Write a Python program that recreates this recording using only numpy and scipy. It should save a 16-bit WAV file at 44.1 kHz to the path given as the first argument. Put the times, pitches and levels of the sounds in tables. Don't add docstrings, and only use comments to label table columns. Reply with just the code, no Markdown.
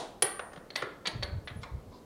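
import sys
import numpy as np
from scipy import signal
from scipy.fft import rfft, irfft
from scipy.io import wavfile

SR = 44100
rng = np.random.default_rng(int(sys.argv[2]) if len(sys.argv) > 2 else 0)


def amplitude_ratio(level_db):
    exponent = np.asarray(level_db, float) / 20
    return 10 ** exponent


def wrap_up_sound(samples):
    columns = np.atleast_2d(samples).T
    tamed = np.clip(columns, -1, 1)
    steps = np.round(tamed * 32767).astype(np.int16)
    wavfile.write(sys.argv[1], SR, steps)


N = 90404
LEAD = 4410

# pitch_hz, level_db [dB per Hz]
ROOM_TONE = [(15, -24.5), (25, 4), (59, 0), (503, 3), (641, -3), (1290, -14), (1700, -20), (4030, -23),
             (16000, -32.5)]
# time_s, level_db
DRAUGHT = [(0, -67.5), (1.05, -95), (1.15, -46.5), (1.42, -51.5), (1.468, -56), (1.65, -48), (1.701, -65),
           (1.8, -56), (1.93, -52), (2.05, -98)]
# start_s, peak_db, swing_hz, swings [count]
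ARM_PUFFS = [(1.138, -44, 51.4, 5.5), (1.15, -27.5, 121, 2.75), (1.193, -33.5, 116, 4.5),
             (1.226, -33.5, 70, 2.5), (1.268, -36, 83, 3.7), (1.307, -29.5, 76.6, 3.5),
             (1.315, -37, 128, 2.9), (1.331, -34.5, 127.7, 5.3), (1.353, -32.5, 110.2, 4.1),
             (1.357, -34.5, 126, 1.8), (1.367, -51, 105, 3.2), (1.372, -30, 92, 2.2), (1.505, -38, 104, 3),
             (1.548, -36.5, 94, 3.65), (1.556, -38, 180, 4), (1.585, -36.5, 92, 1.7),
             (1.61, -41.5, 110, 4.4), (1.71, -35.5, 103, 2.8), (1.714, -32.5, 65, 4.3),
             (1.743, -35, 119, 3.2), (1.748, -41, 55.7, 3.5), (1.756, -45.5, 146, 7.7)]
# start_s, peak_db, swing_hz, swings [count]
BENCH_THUDS = [
    (0.224, -45, 140, 5.6),
    (.565, -46, 168.4, 5.2),
    (0.819, -44.5, 133, 5.5),
    (0.901, -52.5, 150, 4.7),
    (1.064, -42, 185, 6.3),
    (1.858, -41.5, 87, 2.2),
]
# delay_s, level_db
ECHOES = [(.003, -2), (.0055, -28), (.0085, -33.5), (.016, -22), (.027, -21.5), (0.043, -21.5)]
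# pitch_hz, t60_s
TAIL_DECAY = [(150, 1), (400, 0.27), (1000, 0.63), (2200, 0.44), (4500, 0.43), (9000, 0.39), (14000, 0.073)]
# pitch_hz, level_db
TAIL_COLOUR = [(150, 7), (500, 1), (2000, -0.5), (5000, -7), (14000, -2)]
# start_s, length_s, level_db, pitch_hz, width_hz
SLIDES = [(0.7044, 0.0045, -50.5, 4200, 348), (0.729, 0.019, -67, 4320, 150),
          (1.559, 0.038, -65, 10030, 504), (1.613, 0.03, -62, 3480, 4970),
          (1.914, 0.079, -67.5, 4300, 2000), (1.916, 0.039, -58.5, 992, 199)]
# start_s, mode pitches [pitch_hz]
RING_PITCHES = [
    (.2225, (9784, 9817, 9736, 9066, 12483, 12513)),
    (.741, (9775,)),
    (.7605, (9770, 9874, 10155, 9017, 12444, 8216, 15665)),
    (1.0715, (9920, 9760, 9179, 9060, 12587, 12759, 8135, 15710, 4440)),
    (1.229, (9782, 9905, 9085, 9136, 12526, 11809, 4422, 4462)),
    (1.448, (9790, 9850)),
    (1.4745, (9065, 3936, 3285, 2022)),
    (1.575, (9950,)),
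]
# level_db, t60_s, rise_s
RING_MODES = [
    [(-19, 0.13, 0.00194), (-17.5, 0.083, 0.00067), (-36.5, 0.44, 0.0018), (-33, 0.62, 0.02),
     (-56, 0.324, .004), (-46, 0.43, .004)],
    [(-64, 0.33, .004)],
    [(-58, 0.27, .003), (-70, .3, .003), (-72, 0.18, .003), (-48, 0.29, 0.011), (-51, 0.14, .002),
     (-60, .2, .002), (-77, .3, .003)],
    [(-62, 0.2, .002), (-55, 0.22, .002), (-43, 0.092, 0.0023), (-46, 0.085, .003), (-68, .25, .003),
     (-72, .2, .003), (-66, 0.28, .002), (-77, 0.27, .003), (-53, 0.79, .004)],
    [(-57, 0.12, 0.0018), (-59, 0.14, 0.0018), (-62, .3, .003), (-69, .3, .003), (-60, 0.12, .002),
     (-78, .3, .003), (-53, 0.27, 0.0023), (-77, 0.36, 0.0023)],
    [(-61, 0.33, .004), (-74, .3, 0.0032)],
    [(-72, 0.69, .004), (-74, .4, 0.0022), (-73, .3, .002), (-50, .3, .002)],
    [(-72, .3, 0.0035)],
]

# pitch_hz, width_hz, level_db
EARLIER = [
    (-0.062, -9, 21000),
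]
EARLIER_BODY = [(418.4, 520, 0), (734.4, 71, 2), (1000, 71, -40.5), (3640, 600, -9), (6500, 1500, -21),
                (9320, 320, -14.5)]
DROPS = [
    (.2224, -14.5, 11998.5),
    (.2250, -17, 4997.5),
    (.2275, -20.5, 3998),
]
DROP_BODY = [(545, 95, 4.5), (600, 110, -1), (765, 216, -11.5), (1316, 160, -6), (1800, 180, -3.5),
             (2160, 500, -8), (3254, 150, -8), (4300, 240, -8), (5500, 600, -18), (8030, 900, -15.5)]
NUDGES = [
    (.394, -24, 3300),
    (.5197, -41, 2500),
    (.5332, -39.5, 8700),
    (.5606, -38.5, 4360),
    (.5745, -38, 4400),
]
NUDGE_BODY = [(607, 150, -2.5), (1330, 300, -7), (1865, 82, -4), (2090, 260, -12), (3500, 200, -50),
              (4300, 220, -48)]
SEATS = [
    (.8218, -28, 5500),
    (.8245, -22.5, 1500),
]
SEAT_BODY = [(536, 95, 3.5), (646, 85, -8), (1274, 170, -4.5), (1920, 220, -1), (2450, 260, -12),
             (6000, 590, -25)]
TAPS = [
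    (.7557, -27.5, 6020),
    (.7592, -16.5, 6900),
]
TAP_BODY = [(1100, 180, 0.5), (1500, 170, -26), (2040, 152, 13.5), (2500, 140, 7.5), (3436, 400, 11.5),
            (4570, 230, 10.5), (5540, 240, -4.5), (7700, 210, -36)]
GRIPS = [
    (1.050, -43, 1800),
    (1.0553, -25, 5800),
    (1.059, -28.5, 3640),
    (1.0612, -27.5, 4840),
    (1.0711, -18.5, 7160),
    (1.0742, -29.5, 6360),
    (1.0778, -27.5, 6000),
]
GRIP_BODY = [(554, 360, 5), (930, 360, 5.5), (1480, 260, -7.5), (1698, 150, 5), (2080, 900, 0.5),
             (3200, 440, 3), (3950, 230, 4), (4520, 120, 7.5), (6620, 86, -7.5)]
TUGS = [
    (.7038, -33, 4960),
    (1.2255, -24.5, 4860),
    (1.2275, -31, 5500),
    (1.229, -27, 6000),
    (1.2308, -21.5, 5250),
    (1.2345, -40.5, 4930),
    (1.261, -55, 4950),
]
TUG_BODY = [(636, 320, 2), (1200, 230, 0), (2200, 670, -5), (2690, 190, -4), (3270, 260, -5.5),
            (3860, 420, -1), (4427, 75, 6), (5500, 140, -31)]
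TILTS = [
    (1.4743, -29, 4000),
    (1.479, -35.5, 3500),
    (1.4825, -33.5, 4000),
    (1.502, -43, 4000),
]
TILT_BODY = [(730, 100, 3), (1110, 61, -13), (2010, 560, 4.5), (3280, 130, 8.5), (3930, 440, 2),
             (4970, 360, -18)]
LIFTS = [
    (1.6325, -33, 6500),
    (1.638, -33, 3930),
    (1.645, -50, 3500),
    (1.923, -56, 3000),
]
LIFT_BODY = [(1010, 175, 5.5), (1310, 230, 1), (2220, 120, 1.5), (2840, 230, -11.5), (3500, 260, -8),
             (4050, 130, -0.5), (5440, 160, -11)]


def evened(x):
    return x / np.sqrt(np.mean(x ** 2) + 1e-20)


def read(points, hz):
    f, value = np.transpose(points)
    return np.interp(np.log(hz + 1), np.log(f + 1), value)


def add(mix, start_s, sound):
    part = mix[LEAD + round(start_s * SR):][:len(sound)]
    part += sound[:len(part)]


def coloured(points):
    spectrum = rfft(rng.standard_normal(N))
    return evened(irfft(spectrum * amplitude_ratio(read(points, np.fft.rfftfreq(N, 1 / SR))), N))


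def room_tone():
    return amplitude_ratio(-54) * coloured(ROOM_TONE)


def moving_air():
    puffs = np.zeros(N + LEAD)
    for start_s, peak_db, swing_hz, swings in ARM_PUFFS + BENCH_THUDS:
        t = np.arange(round(swings / swing_hz * SR)) / SR
        swing = np.sin(2 * np.pi * (swing_hz * t + rng.random()))
        add(puffs, start_s, amplitude_ratio(peak_db) * np.hanning(len(t)) * swing)
    time_s, level_db = np.transpose(DRAUGHT)
    strength = amplitude_ratio(np.interp(np.arange(N) / SR, time_s, level_db))
    return puffs[LEAD:] + strength * coloured([(20, -13), (60, -3.5), (130, -5), (260, -12.5), (600, -80)])


def workshop():
    early = np.zeros(SR)
    early[0] = 1
    for delay_s, level_db in ECHOES:
        spread_s = 0.11 * delay_s
        scatter = rng.standard_normal(1000) * np.exp(-np.arange(1000) / SR / spread_s)
        early[round(delay_s * SR):][:1000] += amplitude_ratio(level_db) * scatter / np.linalg.norm(scatter)
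    hz, t, z = signal.stft(rng.standard_normal(SR), SR, nperseg=256)
    decay_db = 60 * t / read(TAIL_DECAY, hz)[:, None]
    level_db = read(TAIL_COLOUR, hz)[:, None] - decay_db
    tail = signal.istft(z * amplitude_ratio(level_db), SR, nperseg=256)[1][:SR]
    tail_start_s = 0.0052
    tail = tail * np.clip(np.arange(SR) / SR / tail_start_s - 1, 0, 1)
    return early, tail / np.linalg.norm(tail)


def finger_slides(size):
    out = np.zeros(size)
    for start_s, length_s, level_db, pitch_hz, width_hz in SLIDES:
        scrape = rng.standard_normal(9000)[:round(length_s * SR)]
        r = np.exp(-np.pi * width_hz / SR)
        poles = [1, -2 * r * np.cos(2 * np.pi * pitch_hz / SR), r * r]
        for _ in range(2):
            scrape = signal.lfilter([1, 0, -1], poles, scrape)
        add(out, start_s, amplitude_ratio(level_db) * evened(scrape) * np.hanning(len(scrape)) ** 0.15)
    return out


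def brass_rings(size):
    t, out = np.arange(SR) / SR, np.zeros(size)
    for (start_s, pitches), modes in zip(RING_PITCHES, RING_MODES):
        for pitch_hz, (level_db, t60_s, rise_s) in zip(pitches, modes):
            envelope = amplitude_ratio(level_db - 60 * t / t60_s) * (1 - np.exp(-t / rise_s))
            add(out, start_s, envelope * np.sin(2 * np.pi * pitch_hz * t))
    return out


def struck_body(body, widening, t):
    out = np.zeros(len(t))
    for k, (pitch_hz, width_hz, level_db) in enumerate(body):
        width_hz = max(width_hz, 110)
        gain = (-1) ** k * amplitude_ratio(level_db) * width_hz
        decay = np.exp(-np.pi * widening * width_hz * t)
        out += gain * decay * np.sin(2 * np.pi * pitch_hz * t)
    return evened(out)


def contacts(size, hits, body):
    length = 3000
    t, out = np.arange(length) / SR, np.zeros((2, size))
    crack_s, crack_hz, crack_db = 0.0062, 3000, -11
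    chatter_s, chatter_hz, chatter_db, grit_db = 0.0026, 1580, -1, -4
    click, grit_fade = signal.lfilter(*signal.butter(1, crack_hz, fs=SR), [t == 0, np.exp(-t / crack_s)])
    crack = amplitude_ratio(crack_db) * evened(click)
    clean = struck_body(body, 1, t) + crack
    to_room = struck_body(body, 1.9, t) + crack
    bright = signal.lfilter(*signal.butter(1, chatter_hz, "high", fs=SR), clean)
    small_body = signal.butter(3, 420, "high", fs=SR, output="sos")
    for start_s, peak_db, hardness_hz in hits:
        z, grit = rng.standard_normal((2, length))
        touches = z * (abs(z) > 1.5)
        chatter = amplitude_ratio(chatter_db) * touches * np.exp(-t / chatter_s) / 4
        near = clean + signal.fftconvolve(chatter, bright)[:length]
        near = near + amplitude_ratio(grit_db) * evened(grit * grit_fade)
        hardness = signal.butter(3, min(hardness_hz, SR / 2.2), fs=SR)
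        both = signal.lfilter(*hardness, [near, to_room])
        both = signal.sosfilt(small_body, both)
        match = np.std(both[0]) / np.std(both[1])
        both = both * [[1], [match]] * amplitude_ratio(peak_db) / abs(both[0]).max()
        add(out[0], start_s, both[0])
        add(out[1], start_s, both[1])
    return out


def scene():
    n = N + LEAD
    tail_db, ring_tail_db = -5.5, -16.5
    brass = brass_rings(n)
    heard = brass + amplitude_ratio(ring_tail_db) * signal.fftconvolve(brass, workshop()[1])[:n]
    kinds = [(EARLIER, EARLIER_BODY), (DROPS, DROP_BODY), (NUDGES, NUDGE_BODY), (SEATS, SEAT_BODY),
             (TAPS, TAP_BODY), (GRIPS, GRIP_BODY), (TUGS, TUG_BODY), (TILTS, TILT_BODY), (LIFTS, LIFT_BODY)]
    spots = [finger_slides(n) * np.ones((2, 1))]
    spots += [contacts(n, hits, body) for hits, body in kinds]
    for near_and_room in spots:
        early, tail = workshop()
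        answers = [early, amplitude_ratio(tail_db) * tail]
        heard = heard + signal.fftconvolve(near_and_room, answers, axes=1)[:, :n].sum(0)
    return (heard[LEAD:] + moving_air() + room_tone())[None]


def low_pass(x):
    return signal.sosfilt(signal.butter(12, 16390, fs=SR, output="sos"), x)


def record(dry):
    edge_hz = 15900
    band_limit = signal.firwin(401, edge_hz, window=("kaiser", 9), fs=SR)
    mix = signal.oaconvolve(dry, band_limit[None], "same")
    return low_pass(mix)


dry = scene()
out = record(dry)
wrap_up_sound(out)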